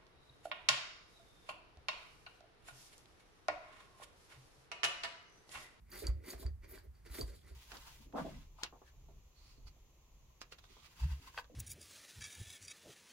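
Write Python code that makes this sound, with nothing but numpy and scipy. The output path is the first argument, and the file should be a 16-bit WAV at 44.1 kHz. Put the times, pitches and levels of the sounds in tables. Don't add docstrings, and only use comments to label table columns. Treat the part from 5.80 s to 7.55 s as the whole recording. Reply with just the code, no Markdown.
import sys
import numpy as np
from scipy import signal
from scipy.fft import rfft, irfft
from scipy.io import wavfile
from scipy.ndimage import uniform_filter1d, map_coordinates

SR = 44100
rng = np.random.default_rng(int(sys.argv[2]) if len(sys.argv) > 2 else 0)


def int16_out(signal):
    q = np.round(np.clip(np.atleast_2d(signal).T, -1, 1) * 32767)
    wavfile.write(sys.argv[1], SR, q.astype(np.int16))


N = 77175


def undb(db):
    return 10 ** (np.asarray(db) / 20)


def unit(x):
    return x / np.sqrt(np.mean(x ** 2))


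def noise():
    return rng.standard_normal(N)


def colour(x, spectrum):
    hz, db = np.array(spectrum, float).T
    f = np.fft.rfftfreq(N, 1 / SR) + 1
    gain = undb(np.interp(np.log(f), np.log(hz), db))
    return unit(irfft(rfft(x) * gain, N))


def flicker(rate_hz):
    width = max(int(SR / rate_hz), 2)
    return unit(uniform_filter1d(uniform_filter1d(noise(), width), width))


def since(start):
    return np.maximum(np.arange(N) / SR - start, 0)


def ring(age, modes, scale=1):
    return sum(undb(db) * np.sin(2 * np.pi * f * scale * age) * np.exp(-np.log(1000) * age / t60)
               for f, db, t60 in modes)


def impacts(rows, modes, rise_s):
    return -sum(undb(db) * (1 - np.exp(-since(start) / rise_s)) * ring(since(start), modes, hz)
                for start, db, hz in rows)


def swells(rows):
    t = np.arange(N) / SR
    power = 0
    for peak, rise, fall, *levels in rows:
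        width = np.where(t < peak, rise, fall)
        power = power + undb(levels)[:, None] ** 2 * np.exp(-2 * ((t - peak) / width) ** 2)
    return np.sqrt(power)


# left delay/ms, left minus right/dB, reverberation/dB
HAND, NUT, ROD = (0.2957, -0.55, -5), (0.035, -1.2, -7.5), (0.015, -3, -17.5)
VICE, BENCH = (0.44, -2.5, -9), (1, -1.9, -29.5)
# f/Hz, level/dB
REVERB_SPECTRUM = [(60, 4.5), (300, 3), (700, 7), (2000, -0.5), (3300, 2), (6000, 0.5), (9000, -7.5),
                   (11500, -25), (16000, -22)]
def place(x, position, gap_s=0.0021, t60_s=0.18):
    lag_ms, pan_db, room_db = position
    left = map_coordinates(x, [np.arange(N) - lag_ms * SR / 1000], order=5, mode="nearest")
    age = since(gap_s)
    decay = (age > 0) * np.exp(-np.log(1000) * age / t60_s)
    tails = np.array([colour(noise(), REVERB_SPECTRUM) for _ in range(2)]) * decay
    wet = signal.fftconvolve(x[None], tails / np.sqrt(np.sum(tails ** 2) / 2), axes=1)[:, :N]
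    balance = undb([[pan_db / 2], [-pan_db / 2]])
    return (np.array([left, x]) + undb(room_db) * wet) * balance


# f/Hz, level/dB
RUMBLE = [(15, -72), (35, -2), (52, -6), (68, -3), (95, -17), (160, -22), (400, -34.5), (2000, -65)]
AIR = [(60, -13), (200, -18), (400, -12.5), (700, -8), (2000, -13), (3200, -19.5), (8000, -21),
       (16000, -18.5)]
def workshop():
    rumble = undb(-59.5) * colour(noise(), RUMBLE)
    air = undb(-77) * np.array([colour(noise(), AIR) for _ in range(2)])
    return place(rumble, BENCH) + air


# f/Hz, level/dB, T60/s
ROD_MODES = [(4642, -5.5, 0.068), (4832, -20, 0.084), (4599, -11, 0.065), (5190, -26, 0.054),
             (4640, -13, 0.091), (3380, -24, .06)]
ROD_UPPER_MODES = [(6620, -11, 0.049), (6380, -18.5, .04), (7470, -31, 0.011), (8070, -19.5, 0.063)]
def rod_response(age, upper_db=0):
    return ring(age, ROD_MODES) + undb(upper_db) * ring(age, ROD_UPPER_MODES)


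# peak t/s, rise/s, fall/s, rasp/dB, grumble/dB, nut note/dB
THREAD_SWELLS = [(.175, 0.055, 0.073, -57, -64, -72), (.09, 0.054, 0.033, -78, -80, -81.5),
                 (.245, 0.015, 0.074, -60.5, -54, -69), (.40, .07, 0.047, -85, -65, -81.5),
                 (.495, 0.048, 0.053, -58, -59.5, -67), (.632, 0.059, 0.048, -64.5, -57, -83),
                 (.848, 0.02, .02, -65, -66.5, -69), (.968, 0.094, 0.039, -64.5, -63.5, -74),
                 (1.05, 0.037, 0.037, -80, -68.5, -91), (1.18, 0.041, 0.15, -74, -82.5, -102),
                 (1.262, 0.0088, 0.062, -65, -66, -81), (1.375, 0.05, 0.052, -52.5, -59.5, -71.5),
                 (1.51, 0.045, 0.054, -65, -62.5, -90), (1.68, 0.065, 0.059, -67.5, -71, -84)]
# f/Hz, level/dB
RASP_SPECTRUM = [(300, -4), (600, -2.5), (1000, 4), (1400, 6), (2100, 4), (2800, -5), (4200, -4),
                 (5500, -2), (8000, -6.5), (15000, 0)]
GRUMBLE_SPECTRUM = [(100, -25), (200, -9), (300, -0.5), (410, 1.5), (510, -6), (610, -11.5), (760, -23.5),
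                    (1500, -24), (4000, -49)]
NUT_SPECTRUM = [(1000, -41), (1700, -22), (1950, 11), (2300, 5), (2600, -5), (4000, -48)]
def thread_rasp(slips_per_s=2700, spread_db=1, jerk_db=3, ring_db=-11.5):
    slips = (rng.random(N) < slips_per_s / SR) * np.sign(noise())
    strength = undb(spread_db * np.minimum(rng.exponential(size=N), 5))
    slips = unit(slips * strength * undb(jerk_db * flicker(rate_hz=58)))
    effort, grumble_level, note_level = swells(THREAD_SWELLS)
    steel = rod_response(since(0))
    ringing = signal.fftconvolve(slips * effort, steel / np.sqrt(np.sum(steel ** 2)))[:N]
    rasp = colour(slips, RASP_SPECTRUM) * effort
    note = colour(slips, NUT_SPECTRUM) * note_level
    grumble = colour(slips, GRUMBLE_SPECTRUM) * grumble_level
    return place(rasp + note + undb(ring_db) * ringing, NUT) + place(grumble, VICE)


# t/s, level/dB, f/Hz
BENCH_THUMPS = [(.095, -64, 54.3), (.233, -33.5, 62.7), (.2485, -33, 63.5), (.2835, -17.5, 59.5),
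                (.315, -46, 149), (.348, -27, 71.3), (.543, -34.5, 61), (.61, -41, 55.6), (.649, -22, 66),
                (.706, -29, 67.2), (.80, -42.5, 67), (.888, -42, 67), (1.07, -39.5, 63.2),
                (1.30, -35.5, 57.4), (1.40, -35.5, 115.3), (1.427, -27, 57.1), (1.486, -36, 60.3),
                (1.56, -41, 61.7), (1.712, -38.5, 69)]
# frequency ratio, level/dB, T60/s
BENCH_MODES = [(0.999, 4, 0.12), (1.35, -19.5, 0.3)]
def bench_thumps():
    return place(impacts(BENCH_THUMPS, BENCH_MODES, rise_s=0.018), BENCH)


# peak t/s, rise/s, fall/s, hiss/dB, sizzle/dB
FINGER_SLIDES = [(.127, 0.021, 0.043, -70.5, -55), (.2, 0.036, 0.046, -55.5, -57),
                 (.283, 0.012, 0.012, -59, -63), (.505, 0.045, 0.037, -55, -56.5),
                 (.615, 0.031, 0.025, -59, -62), (.922, 0.026, 0.019, -90, -51.5),
                 (.963, 0.055, 0.033, -62.5, -69), (1.045, .014, 0.021, -85, -70),
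                 (1.265, 0.017, 0.0099, -67.5, -93), (1.375, 0.051, 0.047, -52.5, -56.5),
                 (1.49, 0.026, 0.035, -62.5, -97), (1.545, 0.0072, 0.072, -67.5, -105),
                 (1.685, 0.026, 0.044, -69.5, -101)]
# f/Hz, level/dB
HISS_SPECTRUM = [(500, -40), (1500, -8), (3000, 1), (4500, 9.5), (6000, -0.5), (8500, 10.5), (10500, 4),
                 (16000, 2.5)]
SIZZLE_SPECTRUM = [(2000, -45), (7000, -22), (10000, -10), (11500, -3), (12400, 1.5), (13300, -1),
                   (14200, 2), (16000, -1)]
def finger_hiss(flutter_db=2.1, drift_db=1.0):
    rub = noise() * undb(flutter_db * flicker(rate_hz=140) + drift_db * flicker(rate_hz=32))
    hiss_level, sizzle_level = swells(FINGER_SLIDES)
    hiss = colour(rub, HISS_SPECTRUM) * hiss_level
    sizzle = colour(rub, SIZZLE_SPECTRUM) * sizzle_level
    return place(hiss + sizzle, HAND)


# t/s, level/dB, relative upper modes/dB, crack/dB, time until damped/s
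ROD_CLINKS = [(0.1165, -51.5, 4.5, -66, 0.02), (0.2683, -34, -4.5, -32, 0.0096),
              (0.2822, -66, -6, -47, 0.055), (0.295, -71, 11, -58, 0.071), (0.5035, -44, 9.5, -69, 0.01),
              (0.6642, -48, -29, -52, .08), (0.985, -56.5, -13, -66, .004), (1.153, -71.5, -13, -80, 0.025),
              (1.411, -35, -5, -41, .08)]
# f/Hz, level/dB
CRACK_SPECTRUM = [(1000, -20), (3000, -10), (5500, -5), (7300, 11.5), (9000, -6), (10500, 6), (13000, -26),
                  (16000, 1.5)]
def rod_clinks(rise_s=0.0002, crack_s=0.0011, grip_s=0.0025, grip_floor_db=-29):
    clinks = 0
    for start, db, upper_db, crack_db, free_s in ROD_CLINKS:
        age = since(start)
        damping = np.maximum(np.exp(-since(start + free_s) / grip_s), undb(grip_floor_db))
        steel = undb(db) * damping * rod_response(age, upper_db)
        crack = undb(crack_db) * colour(noise(), CRACK_SPECTRUM) * np.exp(-age / crack_s)
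        clinks = clinks + (steel + crack) * (1 - np.exp(-age / rise_s))
    return place(clinks, ROD)


# t/s, level/dB, f/Hz
VICE_KNOCKS = [(.2215, -33.5, 422), (.259, -37, 334), (.481, -40.5, 317), (.535, -48.5, 425),
               (.626, -44.5, 390), (.631, -50.5, 652), (.912, -53.5, 600), (1.3865, -29.5, 355.3),
               (1.399, -34, 417), (1.42, -41, 293), (1.709, -48.5, 377)]
# frequency ratio, level/dB, T60/s
KNOCK_MODES = [(0.999, 1, 0.048), (1.254, -10, 0.047), (0.845, -18.5, 0.072), (1.67, -13.5, 0.038)]
def vice_knocks():
    return place(impacts(VICE_KNOCKS, KNOCK_MODES, rise_s=0.003), VICE)


# t/s, level/dB, f/Hz
GRIT_TICKS = [(.2455, -44, 2370), (.275, -43.5, 1150), (.301, -45.5, 1280), (.484, -45, 2130),
              (.533, -48.5, 1550), (.5355, -41, 740), (.630, -45.5, 1080), (.664, -45.5, 1950),
              (.8395, -70, 2250), (.977, -42.5, 1730), (1.251, -54, 2220), (1.345, -39, 2070),
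              (1.3848, -36, 2270), (1.418, -40, 1120), (1.591, -56.5, 3620), (1.617, -59, 3650),
              (1.657, -61, 1920), (1.673, -52, 2120)]
# frequency ratio, level/dB, T60/s
TICK_MODES = [(0.914, 0.5, 0.0089), (0.668, -3, 0.0064), (1.42, -31, 0.017)]
def grit_ticks():
    return place(impacts(GRIT_TICKS, TICK_MODES, rise_s=0.0005), NUT)


def scene():
    return (workshop() + thread_rasp() + bench_thumps() + finger_hiss()
            + rod_clinks() + vice_knocks() + grit_ticks())


def record(dry, low_cut_hz=22, soften_hz=14900, top_hz=15750):
    thinned = signal.sosfilt(signal.butter(2, low_cut_hz, "highpass", fs=SR, output="sos"), dry)
    soft = signal.sosfilt(signal.butter(6, soften_hz, fs=SR, output="sos"), thinned)
    return signal.sosfilt(signal.ellip(10, .2, 70, top_hz, fs=SR, output="sos"), soft)


dry = scene()
out = record(dry)
int16_out(out)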